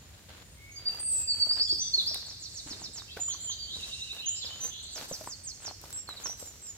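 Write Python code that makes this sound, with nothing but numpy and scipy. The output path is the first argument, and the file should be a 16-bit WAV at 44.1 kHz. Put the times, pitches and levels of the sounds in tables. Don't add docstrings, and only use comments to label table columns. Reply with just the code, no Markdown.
import sys
import numpy as np
from scipy import signal
from scipy.fft import rfft, irfft
from scipy.io import wavfile
from scipy.ndimage import map_coordinates

SR = 44100
rng = np.random.default_rng(int(sys.argv[2]) if len(sys.argv) > 2 else 0)


def file_out(sig):
    cols = np.atleast_2d(sig).T
    lim = np.clip(cols, -1, 1)
    pcm = np.round(lim * 32767).astype(np.int16)
    wavfile.write(sys.argv[1], SR, pcm)


N = 298746
TIME = np.arange(N) / SR


def amp(db):
    return 10 ** (np.asarray(db) / 20)


def unit(x):
    return x / np.sqrt(np.mean(x ** 2) + 1e-20)


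def read(points, hz):
    f, value = np.transpose(points)
    return np.interp(np.log(hz + 1), np.log(f + 1), value)


def add(mix, s, sound):
    part = mix[..., max(round(s * SR), 0):][..., :sound.shape[-1]]
    part += sound[..., :part.shape[-1]]


def drift(n, rate_hz):
    knots = np.arange(n) * rate_hz / SR
    return map_coordinates(rng.standard_normal(4096), [knots], order=2, mode="wrap")


def band_pass(order, low_hz, high_hz, sound):
    sos = signal.butter(order, [low_hz, high_hz], "band", fs=SR, output="sos")
    return signal.sosfilt(sos, sound)


def colour(pair, spectrum):
    # pitch_hz, likeness (1 same, 0 unrelated, below 0 opposed)
    likeness = [(60, 1), (250, 0.67), (600, 0.75), (1200, 0.19), (2500, 0.11), (5000, -0.18),
                (12000, -0.067)]
    hz, (a, b) = np.fft.rfftfreq(N, 1 / SR), rfft(pair)
    same = np.clip(read(likeness, hz), -1, 1)
    mid, side = a * np.sqrt(1 + same), b * np.sqrt(1 - same)
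    left_right = np.array([mid + side, mid - side])
    return unit(irfft(left_right * amp(read(spectrum, hz)), N))


def birds():
    # start_s, length_s, level_db at the peak, first_pitch_hz, last_pitch_hz,
    # lateness of the glide (1 is even), place of the peak (0-1 of the length).
    # the loud song from up the trail, and at .992 s a high falling whistle, likely another bird nearby
    loud_notes = [(.755, 0.048, -40, 4815, 4706, 0.52, 0.6), (.854, 0.037, -24, 4620, 4680, 0.37, 0.76),
                  (.992, 0.26, -28.5, 8540, 7565, 1.04, 0.54), (1.273, 0.07, -25, 4760, 4544, .4, 0.51),
                  (1.39, 0.0517, -20.5, 4630, 4540, 0.39, 0.83),
                  (1.488, 0.053, -22.5, 4614, 5000, 1.98, 0.46),
                  (1.592, 0.043, -21.5, 4493, 5555, 2.1, 0.55),
                  (1.692, 0.047, -22.5, 4467, 5440, 1.45, 0.38),
                  (1.78, 0.056, -28.5, 5150, 6204, 0.55, 0.76), (1.838, 0.0624, -36, 6180, 5870, .8, 0.6),
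                  (1.933, 0.028, -20, 4354, 4325, 0.87, 0.48), (1.973, 0.039, -24, 4237, 3463, 1.1, 0.43),
                  (2.06, 0.047, -27.5, 4354, 5760, 1, 0.37), (2.115, 0.056, -35, 5240, 3645, 0.94, 0.52)]
    whistle_notes = [(.45, 0.14, -64, 8560, 8600, 2.6, .6), (.71, 0.086, -50.5, 6650, 6470, 0.47, 0.41),
                     (1.61, 0.1, -43.5, 7400, 7080, 0.3, 0.99),
                     (3.198, 0.033, -29.5, 7300, 6980, 0.32, 0.89),
                     (3.23, .116, -32, 7053, 5920, 2.55, 0.34), (3.4, 0.13, -35, 7250, 6050, 2.9, 0.79),
                     (3.585, 0.089, -39, 4840, 4520, 0.377, 0.47),
                     (4.258, 0.048, -27, 5900, 6990, 0.42, 0.75),
                     (4.302, 0.1, -34.5, 7020, 7500, 0.99, .05), (4.448, 0.031, -37, 5330, 3550, 1.07, .6),
                     (4.603, 0.083, -32.5, 6070, 6275, 0.57, 0.62),
                     (4.825, 0.029, -43, 8400, 7000, 1, 0.67), (5.925, 0.087, -36.5, 7670, 7300, 4.5, 0.52),
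                     (5.972, 0.029, -46.5, 5700, 5570, 0.57, 0.43), (6.073, .066, -42, 4420, 3845, .6, .42),
                     (6.162, .027, -43, 4810, 3660, 0.67, 0.55),
                     (6.236, 0.039, -32.5, 6720, 5470, 0.89, 0.68),
                     (6.283, 0.053, -38, 5500, 5990, 0.4, 0.24),
                     (6.393, 0.053, -43.5, 7850, 7540, 0.33, .08),
                     (6.455, 0.045, -44, 7600, 6920, 0.6, 0.54), (6.615, 0.099, -40, 7640, 6760, 1.9, 1),
                     (6.655, 0.062, -55, 5450, 5000, 0.75, .35)]
    far_notes = [(.57, 0.15, -56, 2142, 2224, 0.52, 0.73), (.88, 0.083, -56.5, 2727, 2663, 1.03, 0.48),
                 (1.07, 0.21, -59.5, 2650, 2557, 1.77, .6), (3.08, 0.062, -57, 2710, 2610, .6, 0.22),
                 (4.5, 0.069, -49.5, 3017, 3130, 1.34, 0.088)]
    # length_s, first_pitch_hz, last_pitch_hz, lateness, place of the peak.
    quick_sweep, slow_sweep = (.084, 7920, 3640, 1.05, 0.57), (.087, 8230, 4230, 1.15, 0.62)
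    upslur = (0.067, 3100, 4700, 1.7, 0.61)
    warble_low, warble_high = (0.0757, 2970, 2690, .35, 0.14), (0.0422, 3660, 4130, 1.41, 0.58)
    # start_s, level_db at the peak.
    quick_repeats, slow_repeats = [(1.91, -44), (2.257, -47.5), (2.397, -43), (2.53, -44), (2.661, -42.5),
                                   (2.796, -41.5), (2.929, -42)], [(4.907, -41.5), (5.082, -41.5), (5.26, -41),
                                                        (5.434, -39.5), (5.609, -41.5)]
    upslur_repeats = [(3.078, -51.5), (3.277, -46.5), (3.473, -44), (3.672, -46.5)]
    warble_repeats = [(3.723, -36), (3.813, -37.5), (3.913, -37), (4.001, -36), (4.091, -36),
                      (4.179, -37.5)]

    loud = sing(loud_notes, waver=0.0041, edge_s=0.0064, droop_db=17.5, stumble_s=0.0039)
    whistles = sing(whistle_notes, waver=0.0044, edge_s=0.006, droop_db=9.5)

    sweep_notes = trill(quick_sweep, quick_repeats) + trill(slow_sweep, slow_repeats)
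    sweeps = sing(sweep_notes, waver=0.0044, edge_s=0.00075, droop_db=21.5)
    sweeps = sweeps * amp(5.0 * np.tanh(drift(N, 160)))

    upper = sing(trill(warble_high, warble_repeats), waver=0.0098, edge_s=0.0039, droop_db=23.5)
    lower_notes = trill(warble_low, warble_repeats[1:], lead_s=.021)
    lower = sing(lower_notes, waver=0.0345, edge_s=0.003, droop_db=4)
    warble = upper + amp(-15.0) * lower

    far = sing(far_notes, waver=0.016, edge_s=0.0023, droop_db=14.5)
    hoarse_notes = trill(upslur, upslur_repeats)
    hoarse = sing(hoarse_notes, waver=0.019, edge_s=0.0019, droop_db=17.5, stumble_s=0.0071)

    return (forest(loud, direct_db=0.5, near_db=-3, near_t60=0.43,
                   deep_db=-10.5, deep_t60=2.85, right_db=1.0, port_angle=2.23)
            + forest(whistles, direct_db=-0.5, near_db=-6.0, near_t60=0.19,
                     deep_db=-11, deep_t60=2.8, right_db=4, port_angle=1.94)
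            + forest(sweeps, direct_db=1.0, near_db=-3, near_t60=0.092,
                     deep_db=-4.0, deep_t60=0.95, right_db=4.0, port_angle=1.82)
            + forest(warble, direct_db=1.5, near_db=-4, near_t60=0.27,
                     deep_db=-5, deep_t60=2.4, right_db=3, port_angle=1.84)
            + forest(far, direct_db=2.5, near_db=-9.5, near_t60=0.2,
                     deep_db=4.0, deep_t60=0.61, right_db=0.5, port_angle=1.66)
            + forest(hoarse, direct_db=5.5, near_db=2, near_t60=0.089,
                     deep_db=6, deep_t60=1.8, right_db=2, port_angle=2.52)
            + forest(buzzes(), direct_db=0, near_db=2.5, near_t60=0.046,
                     deep_db=3.5, deep_t60=1.0, right_db=0.5, port_angle=2.78))


def sing(notes, waver, edge_s, droop_db, stumble_s=0):
    voice = np.zeros(N, complex)
    for start, length, db, first_hz, last_hz, lateness, peak in notes:
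        t = np.arange(0, length, 1 / SR)
        progress = np.clip((t + stumble_s * drift(len(t), 419.3)) / length, 0, 1)
        glide = np.sin(np.pi / 2 * progress ** lateness) ** 2
        quiver = 1 + waver * drift(len(t), 351.0)
        pitch = (first_hz + (last_hz - first_hz) * glide) * quiver
        fade = np.sin(np.pi / 2 * np.clip(np.minimum(t, length - t) / edge_s, 0, 1))
        level = amp(db - droop_db * abs(t / length - peak)) * fade
        phase = 2 * np.pi * np.cumsum(pitch) / SR
        add(voice, start, np.sqrt(2) * level * np.exp(1j * phase))
    return voice


def trill(syllable, repeats, lead_s=0):
    length, *shape = syllable
    return [(s - lead_s, length, db, *shape) for s, db in repeats]


def buzzes(flutter_hz=130, uneven=0.37, swing_spread=0.264):
    # start_s, end_s, level_db, first_pitch_hz, last_pitch_hz,
    # swing_hz (typical reach to each side)
    calls = [(1.656, 1.708, -50, 3380, 3700, 220), (1.796, 1.875, -48, 3730, 3415, 240),
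             (2.384, 2.807, -57.5, 7280, 7100, 1620), (3.643, 4.147, -54, 6750, 6610, 2085),
             (4.203, 4.299, -45.5, 2850, 3167, 300), (4.343, 4.403, -47.5, 5000, 4860, 620),
             (4.4, 4.446, -42, 4630, 2967, 400), (4.68, 4.834, -49.5, 3050, 4156, 524),
             (4.799, 4.973, -52, 3715, 4630, 606)]
    voice = np.zeros(N, complex)
    for start, end, db, first_hz, last_hz, swing_hz in calls:
        n = int((end - start) * SR)
        rate = flutter_hz * (1 + uneven * drift(n, 200))
        flutter = signal.sawtooth(2 * np.pi * np.cumsum(rate) / SR, .5)
        swing = swing_hz * flutter * (1 + swing_spread * drift(n, 250))
        pitch = np.linspace(first_hz, last_hz, n) + swing
        level = amp(db) * signal.windows.tukey(n, .6)
        phase = 2 * np.pi * np.cumsum(pitch) / SR
        add(voice, start, np.sqrt(2) * level * np.exp(1j * phase))
    return voice


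def forest(voice, direct_db, near_db, near_t60, deep_db, deep_t60, right_db, port_angle):
    t = np.arange(int(1.5 * SR)) / SR
    echoes = rng.standard_normal((2, 2, len(t))) * (rng.random((2, 2, len(t))) < .06)
    near, deep = echoes
    near = near * amp(-60 * t / near_t60) * np.clip((t - .006) / 0.0027, 0, 1)
    deep = deep * amp(-60 * t / deep_t60) * (1 - np.exp(-t / 0.017))
    ports = np.exp(-1j * port_angle * np.arange(2))[:, None]
    near_paths = amp(near_db) * unit(near + 0.12 * ports * near[0])
    deep_paths = amp(deep_db) * unit(deep + 0.27 * ports * deep[0])
    paths = (near_paths + deep_paths) / np.sqrt(len(t))
    total = np.hypot(amp(near_db), amp(deep_db))
    paths = paths / np.linalg.norm(paths, axis=1, keepdims=True) * total
    paths[:, :1] += amp(direct_db) * ports
    heard = signal.fftconvolve(voice[None], paths, axes=1)[:, :N].real
    return heard * amp([[-right_db / 2], [right_db / 2]])


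def knocks(thud_db=-8, crush_db=-13, settle_db=-27, level_db=2):
    # start_s, level_db (before level_db above), pitch_hz,
    # ring_s (time for the ring to die by 60 dB)
    landings = [(.294, -53, 766, 0.03), (.946, -45, 950, 0.033), (1.47, -36.5, 650, 0.012),
                (1.513, -32.5, 1200, 0.0064), (1.579, -42, 1580, 0.02), (1.597, -44, 1170, .015),
                (1.725, -37.5, 353, 0.041), (1.978, -45.5, 410, 0.042), (2.112, -42.5, 640, 0.028),
                (2.156, -40.5, 726, 0.021), (2.663, -42, 298, 0.053), (2.712, -36, 235, 0.024),
                (2.818, -37, 910, 0.0063), (2.972, -48.5, 910, 0.026), (3.02, -36.5, 1140, .007),
                (3.169, -35, 455, 0.029), (3.172, -33.5, 1510, 0.016), (3.19, -42, 740, .066),
                (3.284, -45.5, 1140, 0.031), (3.346, -46, 1100, 0.036), (3.498, -43, 1050, 0.016),
                (3.767, -44, 476, 0.018), (4.447, -48, 498, .038), (4.653, -45.5, 492, 0.054),
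                (4.962, -43, 620, .038), (5.024, -39.5, 837, 0.027), (5.113, -30, 537, 0.031),
                (5.119, -33.5, 210, .027), (5.21, -37, 634, 0.055), (5.274, -26.5, 970, 0.012),
                (5.68, -31.5, 810, 0.01), (5.711, -36.5, 755, .015), (5.84, -34, 850, .007),
                (5.905, -41, 1410, 0.0064), (6.09, -27.5, 1150, 0.0059), (6.259, -28.5, 1070, 0.0092),
                (6.296, -35, 800, 0.0086), (6.426, -36, 510, 0.014)]
    out, t = np.zeros((2, N)), np.arange(5000) / SR
    for s, db, hz, t60 in landings:
        ring = np.sin(2 * np.pi * hz * t) * amp(-60 * t / t60)
        thud = np.sin(2 * np.pi * hz * 0.45 * t) * amp(-90 * t / t60)
        grit = band_pass(2, hz * .5, min(hz * 1.52, SR / 3), rng.standard_normal((3, len(t))))
        grit = unit(grit[:2] + grit[2])
        crush = grit * (amp(crush_db - 60 * t / t60) + amp(settle_db - 60 * t / 0.23))
        onset = 1 - np.exp(-t / 0.00019)
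        add(out, s, amp(db + level_db) * (ring + amp(thud_db) * thud + crush) * onset)
    return out


def treads(low_hz=140, high_hz=400):
    # start_s, level_db, length_s
    steps = [(1.704, -56, 0.11), (1.957, -64.5, 0.3), (2.628, -57, 0.32), (3.685, -62, 0.17),
             (4.603, -74, .12), (4.952, -73, 0.32), (6.2, -84, 0.33)]
    weight = np.zeros(N)
    for s, db, length in steps:
        add(weight, s, amp(db) * signal.windows.tukey(int(length * SR), .4))
    shared, left, right = rng.standard_normal((3, N))
    earth = band_pass(2, low_hz, high_hz, shared + 0.55 * np.array([left, right]))
    return weight * unit(earth)


def snaps(ring_s=0.00083, tail_db=-28, level_db=-1):
    # start_s, level_db (before level_db above and the dying away)
    cracks = [(0.293, -43), (0.886, -45), (.948, -38), (1.004, -38), (2.063, -38), (2.075, -34),
              (2.145, -22), (3.023, -42), (3.289, -48), (3.811, -41), (4.643, -33), (4.967, -43),
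              (5.815, -35), (5.906, -34.5), (5.928, -29), (6.091, -35), (6.398, -40), (6.669, -41)]
    out, t = np.zeros((2, N)), np.arange(2000) / SR
    for s, db in cracks:
        tick = unit(band_pass(1, 2500, 13000, rng.standard_normal((2, len(t)))))
        decay = np.exp(-t / ring_s) + amp(tail_db) * np.exp(-t / 0.015)
        add(out, s, amp(db + level_db) * tick * decay)
    return out


def grains(per_s, spread_db, bed):
    size = amp(spread_db * np.minimum(rng.exponential(1, (2, N)), 3.5))
    clicks = size * rng.choice([-1, 1], (2, N)) * (rng.random((2, N)) < per_s / SR)
    return unit(clicks) + bed * rng.standard_normal((2, N))


def scuffs(gravel_db=3.5, rustle_db=3, sand_db=-3):
    # start_s, rise_s, length_s, grind_db, brush_db
    slides = [(0, 0.011, 0.24, -62, -74), (0.283, 0.0072, .13, -54, -73), (0.772, .02, 0.22, -57, -72),
              (0.861, 0.072, 0.15, -52, -55), (1.053, 0.15, 0.17, -60.5, -47.5),
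              (1.28, 0.15, 0.25, -55.5, -54), (1.552, 0.021, 0.031, -46, -58),
              (1.657, 0.039, .14, -71, -57), (1.88, 0.13, 0.27, -57, -55.5),
              (2.128, .01, 0.079, -55, -55.5), (2.2, .02, 0.13, -58.5, -65), (2.657, 0.021, 0.2, -54, -65),
              (2.945, 0.022, 0.056, -56.5, -60), (3.163, .005, 0.037, -49, -55),
              (3.24, 0.043, 0.3, -60.5, -62), (3.72, .03, 0.19, -57.5, -62),
              (3.852, 0.033, 0.026, -49, -49.5), (4.122, 0.012, 0.082, -57, -56),
              (4.435, 0.013, 0.23, -55, -61), (4.59, 0.053, 0.097, -51, -49),
              (4.941, 0.038, 0.11, -46.5, -49), (5.071, 0.014, 0.21, -57, -52),
              (5.584, 0.069, .12, -51.5, -61), (5.812, 0.023, 0.17, -57.5, -56),
              (6.068, .04, 0.28, -57, -62), (6.177, 0.035, .13, -51, -53.5),
              (6.363, 0.033, 0.11, -61, -50.5), (6.485, .03, 0.24, -66, -61)]
    # pitch_hz, level_db per Hz (relative)
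    gravel_tone, rustle_tone = [(100, -7), (250, -3), (550, 0), (1100, -1.5), (1600, -1), (2200, -4.5),
                                (4000, -1.5), (9000, -26)], [(800, -2), (2500, -14.5), (5000, 2), (8000, 1.5),
                                                (10000, -7), (12200, -0.5), (13800, -4), (16000, -13)]
    sag_db = 3.5
    release_s = 0.032
    grind, brush = np.full(N, amp(-69.5)), np.full(N, amp(-70.5))
    for start, rise, length, grind_db, brush_db in slides:
        t = np.maximum(TIME - start, 0)
        press = np.minimum(t / rise, 1) * amp(-sag_db * np.minimum(t / length, 1))
        press = press * np.exp(-np.maximum(t - length, 0) / release_s)
        grind = np.maximum(grind, amp(grind_db) * press)
        brush = np.maximum(brush, amp(brush_db) * press)
    gravel = colour(grains(per_s=300, spread_db=5.0, bed=0.89), gravel_tone) * grind
    rustle = colour(grains(per_s=2200, spread_db=3.5, bed=0.8), rustle_tone) * brush
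    sand = colour(grains(per_s=50, spread_db=1.5, bed=0), rustle_tone) * brush
    return amp(gravel_db) * gravel + amp(rustle_db) * rustle + amp(sand_db) * sand


def air(level_db=-54, rumble_hz=180):
    # pitch_hz, level_db per Hz (relative)
    air_tone = [(20, -42), (35, -12), (55, 0), (92, 2.5), (135, -5.5), (220, -12.5), (500, -18.5),
                (1000, -27), (1800, -22), (2400, -22), (4500, -22), (8000, -24.5), (10000, -27.5),
                (12300, -29), (16000, -33.5)]
    # time_s, change_db
    rumble_swell = [(0, 0.5), (1.7, 1.5), (3.0, -0.5), (3.85, 3), (4.2, -3.5), (4.8, -1), (5.7, .5),
                    (6.2, -2.5), (6.77, -3.5)]
    sound = amp(level_db) * colour(rng.standard_normal((2, N)), air_tone)
    low = signal.sosfiltfilt(signal.butter(2, rumble_hz, fs=SR, output="sos"), sound)
    hiss = sound - low
    return hiss + low * amp(np.interp(TIME, *np.transpose(rumble_swell)))


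def insects(pitch_hz=6980, width_hz=110, level_db=-66, swell_db=2):
    hz = np.fft.rfftfreq(N, 1 / SR)
    band = np.exp(-.5 * ((hz - pitch_hz) / width_hz) ** 2)
    tone = unit(irfft(rfft(rng.standard_normal((2, N))) * band, N))
    return amp(level_db + swell_db * drift(N, 6.65)) * tone


def scene():
    return birds() + knocks() + treads() + snaps() + scuffs() + air() + insects()


def record(dry, edge_hz=15900):
    low_pass = signal.firwin(511, edge_hz, window=("kaiser", 9), fs=SR)
    return signal.oaconvolve(dry, low_pass[None], "same")


dry = scene()
out = record(dry)
file_out(out)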